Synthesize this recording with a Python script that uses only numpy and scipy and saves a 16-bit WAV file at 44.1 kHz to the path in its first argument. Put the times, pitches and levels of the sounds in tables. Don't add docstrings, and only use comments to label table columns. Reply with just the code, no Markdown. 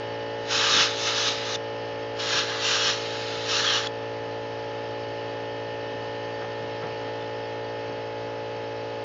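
import sys
import numpy as np
from scipy import signal
from scipy.fft import rfft, irfft
from scipy.io import wavfile
from scipy.ndimage import uniform_filter1d

SR = 44100
rng = np.random.default_rng(int(sys.argv[2]) if len(sys.argv) > 2 else 0)


def convert_level_to_amplitude(level_db):
    exponent = np.asarray(level_db, float) / 20
    return 10 ** exponent


def dump(signal):
    limited = np.clip(np.atleast_2d(signal).T, -1, 1)
    pcm = np.round(limited * 32767).astype(np.int16)
    wavfile.write(sys.argv[1], SR, pcm)


N = 398663


def blow_gun():
    jet = air(jet_field, size=256, patchy_db=.7)
    radiated = jet + squeaks() + flutes(width_hz=160)
    return convert_level_to_amplitude(-.6) * echoed(radiated) + gusts()


# fully open t/s, shut t/s, free jet level/dB, opening rate [dB/s]
PULLS = [
    (0.51, 1.561, -36, 213),
    (2.207, 3.874, -37.5, 328),
]


def jet_field(hz, t):
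    struck, free_db = struck_power(hz, t), free_jet(hz)
    power = 1e-20
    last_shut = 0
    for opened, shut, db, rise_db in PULLS:
        opening = convert_level_to_amplitude(-rise_db * np.maximum(opened - t, 0)) ** 2
        valve = opening * (t < shut) * (t >= last_shut)
        power = power + valve * (struck + convert_level_to_amplitude(free_db + db) ** 2)
        last_shut = shut
    flicker_db = 0.73 * rng.standard_normal(len(t))
    return 10 * np.log10(power) + flicker_db


# f/Hz, level/dB per Hz
FREE_JET = [(110, -54), (500, -11), (1000, -14), (1600, -8.5), (2200, -8), (3000, 3), (3800, 2), (5000, -2),
            (6000, -8.5), (7000, -10.5), (8000, -3.5)]


def free_jet(hz):
    return jet_colour(FREE_JET, hz, roar_db=-5.5, sizzle_db=-11)[0]


# f/Hz, level/dB per Hz
STRUCK_JET = [(120, -44), (800, -13), (1200, -3.5), (1400, -7), (1650, -1.5), (2150, -7.5), (2450, -8.5),
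              (2750, -2), (3400, 0.5), (4200, -2), (4700, -6), (5800, -2.5), (6400, -9), (8000, -8.5)]
# in t/s, out t/s, level going in/dB, level coming out/dB, brightness/dB
PASSES = [(0.516, 0.828, -28, -21, -.9), (.983, 1.082, -37, -28.5, 2.5), (1.073, 1.13, -33.5, -32, -4),
          (1.173, 1.288, -29.5, -26.7, 0.3), (1.461, 1.556, -43.5, -34, 1.5),
          (2.206, 2.39, -35.8, -25, -1.5), (2.496, 2.62, -36.5, -39, -5.5), (2.646, 2.758, -28, -25, 0.2),
          (2.805, 2.896, -28.5, -24, -1), (3.499, 3.597, -29, -26.5, -0.5),
          (3.646, 3.776, -28, -27.5, -2.3), (3.853, 3.87, -42, -40, -7)]


def struck_power(hz, t):
    enter_db_per_s, leave_db_per_s = 302.5, 203.5
    slide = 1 + .03 * drift(t, top_hz=7.3)
    struck_db, tilt = jet_colour(STRUCK_JET, hz, roar_db=-6, sizzle_db=-5.7, slide=slide)
    passes = 0
    for start, end, in_db, out_db, bright_db in PASSES:
        level_db = np.interp(t, [start, end], [in_db, out_db])
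        level_db = level_db - enter_db_per_s * np.maximum(start - t, 0)
        level_db = level_db - leave_db_per_s * np.maximum(t - end, 0)
        passes = passes + convert_level_to_amplitude(bright_db * tilt) ** 2 * convert_level_to_amplitude(level_db) ** 2
    return convert_level_to_amplitude(struck_db) ** 2 * passes


def jet_colour(points, hz, roar_db, sizzle_db, slide=1):
    low = np.clip((2600 - hz) / 600, 0, 1)
    high = np.clip((hz - 4600) / 900, 0, 1)
    db = read(points, hz * slide)
    db = db - band_db(db, hz, 2500, 5000)
    db = db + low * (roar_db - band_db(db, hz, 1000, 2000))
    db = db + high * (sizzle_db - band_db(db, hz, 5500, 7200))
    return db, high - low


# from t/s, to t/s, from f/Hz, to f/Hz, peak level/dB
FLUTE_TONES = [
    (.58, .69, 3600, 2700, -31),
    (.7, .84, 3900, 3100, -27),
    (1.06, 1.14, 3000, 2800, -34),
    (2.63, 2.7, 2800, 2900, -34),
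    (2.78, 2.92, 3500, 2900, -31),
    (3.49, 3.6, 3100, 2700, -33),
    (3.62, 3.8, 3550, 2750, -29),
]


def flutes(width_hz):
    out = np.zeros(N)
    slow_filter = signal.butter(2, width_hz / 2, fs=SR, output="sos")
    for start, end, hz_from, hz_to, db in FLUTE_TONES:
        count = round((end - start) * SR)
        angle = 2 * np.pi * np.cumsum(np.linspace(hz_from, hz_to, count)) / SR
        a, b = signal.sosfilt(slow_filter, rng.standard_normal((2, count)))
        tone = a * np.cos(angle) + b * np.sin(angle)
        out[round(start * SR):][:count] += convert_level_to_amplitude(db) * evened(tone) * signal.windows.tukey(count, .6)
    return out


# t/s, peak level/dB, f/Hz, width [Hz], length [s]
SQUEAKS = [(1.554, -29, 3600, 500, .018), (3.8725, -24.5, 3450, 150, .009), (3.8725, -43, 6800, 500, .008),
           (1.287, -28, 3600, 2000, .025), (2.335, -28, 2900, 3600, .05), (2.72, -29, 3300, 1500, .035),
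           (1.075, -33, 3900, 1500, .03), (2.2, -34, 4200, 3500, .025), (7.22, -53, 3500, 30, .1)]


def squeaks():
    def band(row):
        centre, width = row[2], row[3]
        return signal.butter(2, [centre - width / 2, centre + width / 2], "band", fs=SR, output="sos")
    return puffs(SQUEAKS, band)


# t/s, peak level/dB, length [s]
GUSTS = [(.57, -44, 0.13), (.77, -36.5, 0.18), (1.29, -47, .06), (2.35, -43, .1), (2.72, -45, .1),
         (2.88, -43, 0.096), (3.6, -51, .2)]


def gusts():
    return puffs(GUSTS, lambda row: signal.butter(2, [130, 450], "band", fs=SR, output="sos"))


# delay t/ms, level/dB
ECHOES = [(.75, -13), (2.3, -14), (3.1, -16), (9, -20), (17, -22), (26, -26)]


def echoed(x):
    t = np.arange(N) / SR
    late = 0
    for ms, db in ECHOES:
        wander = 1 + .05 * drift(t[::1000], top_hz=2).repeat(1000)[:N]
        late = late + convert_level_to_amplitude(db) * np.interp(t - ms / 1000 * wander, t, x)
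    return x + late


# t/s, rotation f/Hz
SHAFT = [(0, 56.607), (9.1, 56.581)]


def compressor():
    t = np.arange(N) / SR
    turn = np.exp(2j * np.pi * np.cumsum(np.interp(t, *np.transpose(SHAFT))) / SR)
    rush = air(rush_field, size=2048, patchy_db=.9)
    throb = 1 + .09 * turn.real
    return np.sqrt(2) * convert_level_to_amplitude(-38.5) * pump(t, turn) + convert_level_to_amplitude(-42.5) * evened(rush * throb)


def pump(t, turn):
    slow = t[::1000]
    levels, lag = multiple_levels(slow), stroke_lags()
    out, wave = np.zeros(N), np.ones(N)
    for k in sorted(levels):
        wave = wave * turn
        sway_db = np.clip(.2 * (k - 13), .4, 1.3) * drift(slow, top_hz=2)
        level = np.interp(t, slow, convert_level_to_amplitude(levels[k] + sway_db))
        out += level * (wave * np.exp(-2j * np.pi * lag[k])).real
    return out


PUMP = [-33, -6.5, -23, -27, -9.5, -13, -7, 0, -5, -.5, -10, -15, -14, -21, -3, -15, -18, -18]
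# multiple, level/dB
WHINE = [(19, -23), (22, -18), (23, -21), (24, -21), (26, -20), (29, -19), (30, -23), (31, -15), (35, -20),
         (38, -19), (45, -21), (46, -21), (51, -24), (55, -26), (56, -25), (57, -21), (72, -34), (78, -36),
         (81, -31), (90, -40)]
# t/s, level/dB
SHADE = [(0, 0.5), (2, .5), (2.8, -1), (4.2, -1), (5, -3.5), (5.6, 2.5), (7.8, -0.2), (8.3, -10),
         (9.1, -10)]
# multiple, level/dB, share of the shade, sag [dB/s]
SHADED = [(32, -11, 1, 0), (52, -13.5, .3, -.5)]


def multiple_levels(slow):
    levels = {}
    for k in range(19, 110):
        fall_db = 0.26 * (k - 19) * (1 + k / 62)
        levels[k] = -25 - fall_db + 6 * rng.standard_normal()
    levels.update(dict(enumerate(PUMP, 1)) | dict(WHINE))
    shade_db = np.interp(slow, *np.transpose(SHADE))
    for k, db, share, sag_db in SHADED:
        levels[k] = db + share * shade_db + sag_db * slow
    return levels


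STROKES = [(0, -.4), (7, .02), (9, .25), (13, -.27), (15, -.075), (16, -.43), (18, .15)]


def stroke_lags():
    tops, places = np.transpose(STROKES)
    lag = np.cumsum(places[np.searchsorted(tops, np.arange(19))])
    return np.append(lag, rng.random(100))


# f/Hz, level/dB per Hz
FAN = [(25, -20), (60, -10), (200, -7.5), (500, -3), (900, -6), (1150, -11), (2100, -13.5), (3000, -9.5),
       (3800, -17.5), (4900, -19), (5500, -21.5), (6200, -26.5), (7000, -31), (8000, -33)]
# f/Hz, width [Hz], level/dB
SHROUD = [(4070, 90, 4), (4440, 70, 8), (4620, 70, 7), (5110, 60, 8), (5250, 70, 7)]


def rush_field(hz, t):
    rings_db = sum(db / (1 + (2 * (hz - f) / width) ** 2) for f, width, db in SHROUD)
    ripple_db = 1.6 * evened(uniform_filter1d(rng.standard_normal(hz.shape), size=2, axis=0))
    return read(FAN, hz) + rings_db + ripple_db + .5 * drift(t, top_hz=4)


# t/s, peak level/dB, top f/Hz, length [s]
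SCUFFS = [(5.94, -45, 450, .08), (6.425, -36, 1800, .04), (6.447, -36.5, 1200, .04), (6.47, -46, 300, .1),
          (6.62, -47, 250, .2), (6.67, -46, 900, .05), (6.835, -36, 1700, .06), (6.865, -38, 1100, .08),
          (6.85, -44, 300, .08), (6.92, -45, 800, .12), (7.9, -44, 400, .1), (7.98, -49, 300, .08)]


def shuffling():
    return puffs(SCUFFS, lambda row: signal.butter(3, [120, row[2]], "band", fs=SR, output="sos"))


def puffs(rows, shape):
    out = np.zeros(N)
    for row in rows:
        s, db, length = row[0], row[1], row[-1]
        noise = signal.sosfilt(shape(row), rng.standard_normal(8820))
        noise = noise[-round(length * SR):]
        at = round((s - length / 2) * SR)
        out[at:at + len(noise)] += convert_level_to_amplitude(db) * evened(noise) * np.hanning(len(noise))
    return out


def air(field_db, size, patchy_db):
    hop = size // 4
    hz = np.fft.rfftfreq(size, 1 / SR)[:, None]
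    t = np.arange(N // hop + 5) * hop / SR
    a, b, patches = rng.standard_normal((len(t), len(hz), 3)).T
    patches = uniform_filter1d(patches, size=size // 64, axis=0)
    patches = evened(uniform_filter1d(patches, size=8192 // size, axis=1))
    z = (a + 1j * b) * convert_level_to_amplitude(field_db(hz, t) + patchy_db * patches)
    noise = signal.istft(z, nperseg=size, noverlap=size - hop)[1][:N]
    return noise * np.sqrt(SR / size * 3 / 2)


def band_db(db, hz, lo, hi):
    inside = (hz[:, 0] > lo) & (hz[:, 0] < hi)
    return 10 * np.log10((convert_level_to_amplitude(db[inside]) ** 2).sum(axis=0) * hz[1, 0])


def read(points, hz):
    f, value = np.transpose(points)
    return np.interp(np.log(hz + 1), np.log(f + 1), value)


def drift(t, top_hz):
    sines = 0
    for f in top_hz * np.geomspace(.05, 1, num=16):
        sines = sines + np.sin(2 * np.pi * (f * t + rng.random())) / np.sqrt(f)
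    return evened(sines)


def evened(x):
    return x / np.sqrt(np.mean(x ** 2) + 1e-20)


def scene():
    return (blow_gun() + compressor() + shuffling())[None]


def roll_off(x):
    return signal.sosfilt(signal.butter(12, 9200, fs=SR, output="sos"), x)


# f/Hz, level/dB
EDGE = [(6500, 0), (7000, -4), (7500, -19), (7750, -37), (7950, -70)]
# f/Hz, level/dB
MIRROR = [(8100, -14), (8250, -7), (8500, -13), (8800, -25), (9000, -36), (9200, -58), (9400, -99)]


def record(dry):
    camera_hz = 16000
    hz = np.fft.rfftfreq(N, 1 / SR)
    kept = irfft(rfft(dry) * convert_level_to_amplitude(read(EDGE, hz)) * (hz < camera_hz / 2), N)
    image = 2 * kept * np.cos(2 * np.pi * camera_hz * np.arange(N) / SR)
    leak = convert_level_to_amplitude(read(MIRROR, hz)) * (hz > camera_hz / 2)
    mix = kept + irfft(rfft(image) * leak, N)
    return roll_off(mix)


dry = scene()
out = record(dry)
dump(out)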